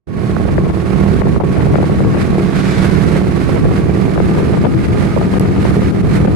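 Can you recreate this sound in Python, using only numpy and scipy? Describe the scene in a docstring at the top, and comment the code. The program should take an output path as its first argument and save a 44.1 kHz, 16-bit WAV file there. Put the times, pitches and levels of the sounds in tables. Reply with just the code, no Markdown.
"""A small single-cylinder vehicle drones along a country road at a steady speed.
Each firing rings its exhaust, while the valves clatter, the gears whine and the tyres hiss.
Wind rumbles on the two microphone openings (ports) of a phone held in the open air; it slaps
them in bursts and now and then chokes one for a moment. A car overtakes, and two ticks sound."""
import sys
import numpy as np
from scipy import signal
from scipy.fft import rfft, irfft, next_fast_len
from scipy.io import wavfile
from scipy.ndimage import uniform_filter1d, minimum_filter1d

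SR = 44100
rng = np.random.default_rng(int(sys.argv[2]) if len(sys.argv) > 2 else 0)


def transcribe(signal):
    """Save signal, clipped to [-1, 1], as a 16-bit WAV file at the path in sys.argv[1]."""
    frames = np.atleast_2d(signal).T
    limited = np.clip(frames, -1, 1)
    pcm = np.round(limited * 32767).astype(np.int16)
    wavfile.write(sys.argv[1], SR, pcm)


N = 280035
TIME = np.arange(N) / SR


def engine(hiss_db, firing_hz=38.15, wander=0.01704, jitter=0.00902):
    """One cylinder fires at a slightly uneven rate, setting the pace of exhaust and valves."""
    cycles = np.cumsum(firing_hz * (1 + wander * walk(7) + jitter * walk(30))) / SR
    return exhaust(cycles) + valves(cycles, hiss_db)


def exhaust(cycles, gas_db=-14, scatter_db=2.5, throb_db=0.9):
    """A pulse at each firing and rushing gas ring the exhaust; each of its notes throbs on its own."""
    # notes at which the exhaust and body ring: pitch_hz, width_hz, level_db
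    resonances = [(82, 7.6, -6.5), (116, 13.4, -11), (158.8, 19, -0.5), (189.5, 13.7, 4.5), (328, 60, -5.5),
                  (414, 8.8, -13.5), (640, 79, -18.5)]
    # how loud the drone is: time_s, level_db
    drone_levels = [(0, -12), (.7, -9.5), (1.15, -5), (1.35, -14.5), (1.62, -8), (1.85, -10.5), (2.1, -10),
                    (2.7, -7.5), (3.75, -9), (4, -6), (4.15, -10), (4.4, -7), (4.75, -14), (5.05, -9),
                    (5.6, -8), (6.3, -10.5)]
    firings = np.diff(np.floor(cycles), prepend=0)
    pulses = unit(firings * undb(scatter_db * walk(40)))
    flow = pulses + undb(gas_db) * rng.standard_normal(N)
    ringing = sum(undb(db + throb_db * walk(12)) * resonate(flow, hz, width)
                  for hz, width, db in resonances)
    # the silencer holds back the treble, and its chambers smear the bangs into a drone
    muffled = signal.sosfilt(signal.butter(2, [55, 800], "band", fs=SR, output="sos"), ringing)
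    drone = unit(reflect(muffled, lag_s=.0093, share=0.36)) * undb(curves(drone_levels)[0])
    return ports(drone, left_db=-5.5, lag_s=0.0003)


def valves(cycles, hiss_db, clatter_db=3, depth=0.42):
    """The valves rattle twice per firing; the rattle swells and sinks along with the road hiss."""
    # tone of the clatter: pitch_hz, level_db
    clatter_colour = [(150, -16), (350, -11), (520, -7), (750, -1), (950, -12), (1250, 6), (2250, 3.5),
                      (3200, -10.5), (4200, -9.5), (7000, -19), (14000, -33)]
    beat = 1 + depth * np.cos(2 * np.pi * 2 * cycles)
    rattle = unit(noise(clatter_colour) * beat * undb(4.4 * np.tanh(walk(90))))
    return ports(rattle * undb(clatter_db + hiss_db), left_db=-5.5, lag_s=0.00043)


def wind(gust_db, wind_db, churn_db, eddy_db, eddy_spread_db):
    """Rough air at one port: a churning rumble, and small swirls (eddies) that crowd into the gusts."""
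    # tone of the rumble and of the eddies: pitch_hz, level_db
    rumble_colour = [(20, -20), (38, -22), (62, -3), (110, -1.5), (170, -2.5), (240, -7.5), (400, -10.5),
                     (600, -29.5), (1000, -34.5), (2500, -61.5), (8000, -85)]
    eddy_colour = [(40, -24), (150, -5), (500, 0), (900, -10), (1600, -18), (3000, -27), (8000, -80)]
    rumble = unit(noise(rumble_colour) * undb(churn_db * walk(35)))
    eddies = unit(noise(eddy_colour) * undb(eddy_spread_db * np.tanh(walk(130) - 1) + 1.5 * gust_db))
    return rumble * undb(gust_db + wind_db) + undb(eddy_db) * eddies


def gusts(veer_per_s=9, left_veer_db=1.5, right_veer_db=1.83):
    """Wind strength in dB, left and right: as the flow veers, one port gains and the other loses."""
    # wind at the left port, which swings in and out of shelter: time_s, level_db
    left_gusts = [(.3, -17), (.6, -8.5), (.85, -22), (1.3, -8), (2.3, -9.5), (2.55, -19), (3.1, -13.5),
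                  (3.4, -16), (3.65, -7), (4.0, -18.5), (4.15, -10.5), (4.85, -8), (5.2, -13), (5.4, -10),
                  (6.3, -8.5)]
    # wind at the right port, which always faces it: time_s, level_db
    right_gusts = [(.45, -6), (.7, -5.5), (2.2, -7.5), (2.7, -5), (3.16, -4), (3.22, -8.5), (3.7, -3),
                   (3.9, -5.5), (6.3, -6)]
    veer = walk(veer_per_s)
    return curves(left_gusts)[0] + left_veer_db * veer, curves(right_gusts)[0] - right_veer_db * veer


def buffets(buffet_db=6.0, eddy_s=.008, tail_hz=270, edge_hz=950, ragged=0.335, slacken=0.584):
    """Strong eddies slap one port: a steep, ragged front sinks into the rumble within milliseconds."""
    # single eddies: time_s, port (0 left, 1 right), front_pitch_hz (higher is sharper), level_db
    strong_eddies = [(.367, 1, 2800, -13), (.454, 1, 800, -14), (.582, 0, 2600, -8.5), (.669, 0, 800, -13),
                     (.701, 0, 1300, -14.5), (1.219, 0, 2800, -12), (1.256, 0, 1000, -12),
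                     (1.271, 0, 1400, -14), (1.363, 0, 2400, -15), (1.403, 1, 1400, -11.5),
                     (1.411, 0, 2200, -14), (1.438, 0, 900, -12), (1.670, 0, 1500, -12),
                     (1.743, 0, 1500, -12), (1.757, 0, 3200, -8), (1.786, 0, 1500, -7),
                     (1.803, 0, 1100, -12), (1.829, 0, 2600, -11), (1.842, 0, 2200, -14),
                     (1.898, 0, 1200, -12), (2.006, 0, 1300, -11), (2.048, 0, 850, -13),
                     (2.383, 0, 1000, -10), (3.547, 0, 950, -12), (3.655, 0, 1100, -7.5),
                     (4.160, 0, 2800, -15), (4.178, 0, 3400, -12.5), (4.203, 0, 1400, -6),
                     (4.406, 0, 1100, -12.5), (4.428, 0, 1200, -14), (4.575, 0, 1100, -11.5),
                     (4.642, 1, 1400, -15), (4.670, 1, 1300, -13.5), (5.166, 1, 2500, -8.5),
                     (5.176, 1, 1900, -11), (5.215, 0, 1500, -11), (5.228, 1, 1100, -13),
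                     (5.653, 0, 1300, -16), (5.821, 0, 1600, -16), (6.250, 1, 1800, -12),
                     (6.282, 0, 1700, -12)]
    out = np.zeros((2, N))
    progress = np.linspace(0, 1, int(eddy_s * SR))
    for time_s, port, front_hz, db in strong_eddies:
        smoothed = uniform_filter1d(rng.standard_normal(SR // 10), 20)
        wobble = unit(uniform_filter1d(smoothed, 20))[:len(progress)]
        hz = front_hz * (tail_hz / front_hz) ** progress ** slacken * np.exp(ragged * wobble)
        pressure = np.sin(2 * np.pi * (rng.random() + np.cumsum(hz) / SR))
        slap = pressure * signal.windows.tukey(len(progress), .45) / np.hypot(1, hz / edge_hz)
        start = int((time_s - eddy_s / np.pi) * SR)
        out[int(round(port)), start:start + len(slap)] += undb(buffet_db + db) * unit(slap)
    return out


def chokes():
    """Gain of each port: a surge of air pressure pins the microphone's membrane and briefly mutes it."""
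    # choked moments: middle_s, port (0 left, 1 right), length_s, depth_db
    surges = [(.722, 1, .016, 26), (1.226, 1, .018, 12), (1.391, 1, .016, 28), (1.424, 1, .022, 28),
              (2.907, 1, .008, 16), (4.192, 0, .009, 18), (4.755, 1, .011, 12), (4.875, 1, .014, 14),
              (5.392, 0, .009, 28), (5.392, 1, .009, 28), (5.93, 1, .026, 24), (6.024, 1, .013, 15),
              (6.268, 1, .008, 20)]
    db = np.zeros((2, N))
    for middle_s, port, length_s, depth_db in surges:
        db[int(round(port))] -= depth_db * np.exp(-(2 * (TIME - middle_s) / length_s) ** 4)
    return undb(db)


def road(hiss_db, road_db=7.5, flutter_db=2.5):
    """Tyres roar and air hisses, fluttering in the air that streams past."""
    # tone of the hiss: pitch_hz, level_db
    road_colour = [(100, -13), (450, -11.5), (950, -1.5), (1300, 3.5), (2150, -0.1), (3200, -11.3),
                   (4200, -9.5), (5300, -16.5), (7000, -19.5), (9000, -18), (11000, -24), (13000, -34.5),
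                   (15000, -76)]
    # how that tone changes at the left port: pitch_hz, change_db
    left_colour = [(300, 22.5), (1100, -2.5), (1600, -7.5), (2100, -12.5), (3200, -1), (4200, -9.5),
                   (5500, -1.5), (8500, -5), (12000, 3)]
    left, right = diffuse(road_colour, shared=0.17)
    hiss = np.array([colour(left, left_colour), right])
    return hiss * undb(road_db + hiss_db + flutter_db * np.tanh(walk(90)))


def hiss_level(surge_per_s=11, surge_db=0.93):
    """Rise and fall of the road hiss in dB: a slow drift, short swells and lulls, and random surges."""
    # slow drift of the hiss: time_s, level_db
    drift = [(.3, -34.5), (.7, -34.5), (1.14, -30), (1.42, -37.5), (1.53, -29.5), (1.8, -34.5),
             (2.1, -30.5), (2.45, -31.5), (2.7, -26.5), (3.17, -27), (3.21, -33), (3.4, -30), (4.15, -32.5),
             (4.35, -31), (4.72, -34), (5.1, -32), (5.8, -30.5), (6.3, -34.5)]
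    # short swells and lulls: middle_s, length_s, change_db
    swells = [(1.245, .045, -3), (2.21, 0.053, 5.5), (2.85, 0.044, 2.5), (2.894, 0.023, -5),
              (3.765, 0.045, 5.5), (4.849, 0.035, 5), (5.026, 0.067, 5.5), (6.156, 0.067, 5.5)]
    swell_db = sum(db * np.exp(-(2 * (TIME - middle_s) / length_s) ** 2)
                   for middle_s, length_s, db in swells)
    return curves(drift)[0] + swell_db + surge_db * walk(surge_per_s)


def gears(unsteady=0.026):
    """Meshing gear teeth sing one tone, blurred by slack in the drive."""
    # the whine: time_s, pitch_hz, level_db
    whine = [(0, 1109, -33), (1.1, 1093, -32), (2.3, 1126, -32.5), (3.5, 1125, -34), (4.6, 1213, -34),
             (6.3, 1225, -35)]
    hz, db = curves(whine)
    turns = np.cumsum(hz * (1 + unsteady * walk(150))) / SR
    tone = np.sin(2 * np.pi * turns) * undb(2 * walk(50))
    return ports(unit(tone) * undb(db), left_db=-1.0, lag_s=0.00004)


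def car(nearest_s=2.75, passing_s=0.17, car_db=-24.5, tread_hz=2300, doppler=0.096, tread_db=-5.0):
    """An overtaking car's tyres swell and fade with distance; their tread sings and falls in pitch."""
    # tone of its tyres: pitch_hz, level_db
    tyre_colour = [(200, 1), (900, -16), (1600, 9.5), (2400, -9), (3500, -2), (8000, -15), (14000, -43)]
    along = (TIME - nearest_s) / passing_s
    distance = np.hypot(1, along)  # 1 when the car is nearest
    hz = tread_hz * (1 - doppler * along / distance + 0.0227 * walk(300))
    tread = undb(tread_db) * np.sin(2 * np.pi * np.cumsum(hz) / SR)
    return (diffuse(tyre_colour, shared=0.32) + tread) * undb(car_db) / distance ** 2


def ticks(decay_s=0.00081):
    """Two dry, bright ticks, each a tiny burst of noise."""
    # the ticks: middle_s, level_db
    bursts = [(5.3971, -13.5), (5.412, -19)]
    loudness = sum(undb(db) * np.exp(-np.abs(TIME - middle_s) / decay_s) for middle_s, db in bursts)
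    return loudness * rng.standard_normal((2, N))


def gain_control(x, knee_db=-12.5, slope=0.5, window_s=0.11, makeup_db=3):
    """The phone turns both ports down when the sound passes knee_db, so the hiss dips under gusts."""
    power = uniform_filter1d(np.mean(x ** 2, axis=0), int(window_s * SR))
    over_db = np.maximum(10 * np.log10(np.abs(power) + 1e-12) - knee_db, 0)
    return undb(makeup_db - slope * over_db)


def undb(db):
    """Turn decibels into a gain to multiply by."""
    return 10 ** (np.asarray(db) / 20)


def unit(x):
    """Scale to an average strength (rms) of 1."""
    return x / np.sqrt(np.mean(x ** 2))


def curves(rows):
    """Join a table's values by straight lines; its first column is the time."""
    times_s, *columns = np.transpose(rows)
    return [np.interp(TIME, times_s, column) for column in columns]


def colour(x, points):
    """Shape the tone of a sound by (pitch_hz, level_db) points."""
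    size = next_fast_len(N + 4096)
    hz, db = np.transpose(points)
    bins_hz = np.maximum(np.arange(size // 2 + 1) * SR / size, 1)
    gain = undb(np.interp(np.log(bins_hz), np.log(hz), db))
    return irfft(rfft(x, size) * gain, size)[..., :N]


def noise(points):
    """Noise of strength 1 with the given tone."""
    return unit(colour(rng.standard_normal(N), points))


def walk(rate):
    """A smooth random wobble of strength 1 that changes about rate times a second."""
    hold = max(int(SR / rate), 1)
    steps = rng.standard_normal(N)[np.arange(N) // hold]
    return unit(uniform_filter1d(uniform_filter1d(steps, hold), hold // 2 + 1))


def resonate(x, hz, width):
    """Ring at one pitch, with a gain of 1 there."""
    return signal.lfilter(*signal.iirpeak(hz, hz / width, fs=SR), x)


def reflect(x, lag_s, share):
    """Repeated echoes spread a pulse in time and keep its tone."""
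    echo = np.exp(-2j * np.pi * np.arange(N // 2 + 1) * SR / N * lag_s)
    return irfft(rfft(x) * (echo - share) / (1 - share * echo), N)


def ports(x, left_db, lag_s):
    """A sound from the right reaches the left port later and weaker."""
    return np.array([undb(left_db) * np.interp(TIME - lag_s, TIME, x), x])


def diffuse(points, shared):
    """Noise at two ports that have only a share of it in common."""
    common = noise(points)
    own = np.array([noise(points), noise(points)])
    return np.sqrt(shared) * common + np.sqrt(1 - shared) * own


def scene():
    """Vehicle, wind and road as they reach the two ports."""
    left_db, right_db = gusts()
    hiss_db = hiss_level()
    air = np.array([wind(left_db, wind_db=2.5, churn_db=2.0, eddy_db=-21.5, eddy_spread_db=14.5),
                    wind(right_db, wind_db=0.4, churn_db=1.0, eddy_db=-20.5, eddy_spread_db=11.5)])
    return (engine(hiss_db) + gears() + road(hiss_db) + car() + air + buffets()) * chokes() + ticks()


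def record(dry, ceiling=1.0, hold_s=.003, top_hz=14000):
    """The phone fades in, evens the level, holds down each port's peaks and cuts the highest treble."""
    # level of the microphone as it opens: time_s, level_db
    fade_in = [(0, -72), (.066, -71), (.072, -21), (.16, -12.5), (.3, -8.5), (.4, -9)]
    x = dry * undb(curves(fade_in)[0])
    x = x * gain_control(x)
    hold = int(hold_s * SR)
    peak_gain = minimum_filter1d(np.minimum(1, ceiling / (np.abs(x) + 1e-9)), hold, axis=1)
    x = x * uniform_filter1d(peak_gain, hold, axis=1)
    return signal.sosfilt(signal.ellip(8, .2, 70, top_hz, fs=SR, output="sos"), x)


dry = scene()
out = record(dry)
transcribe(out)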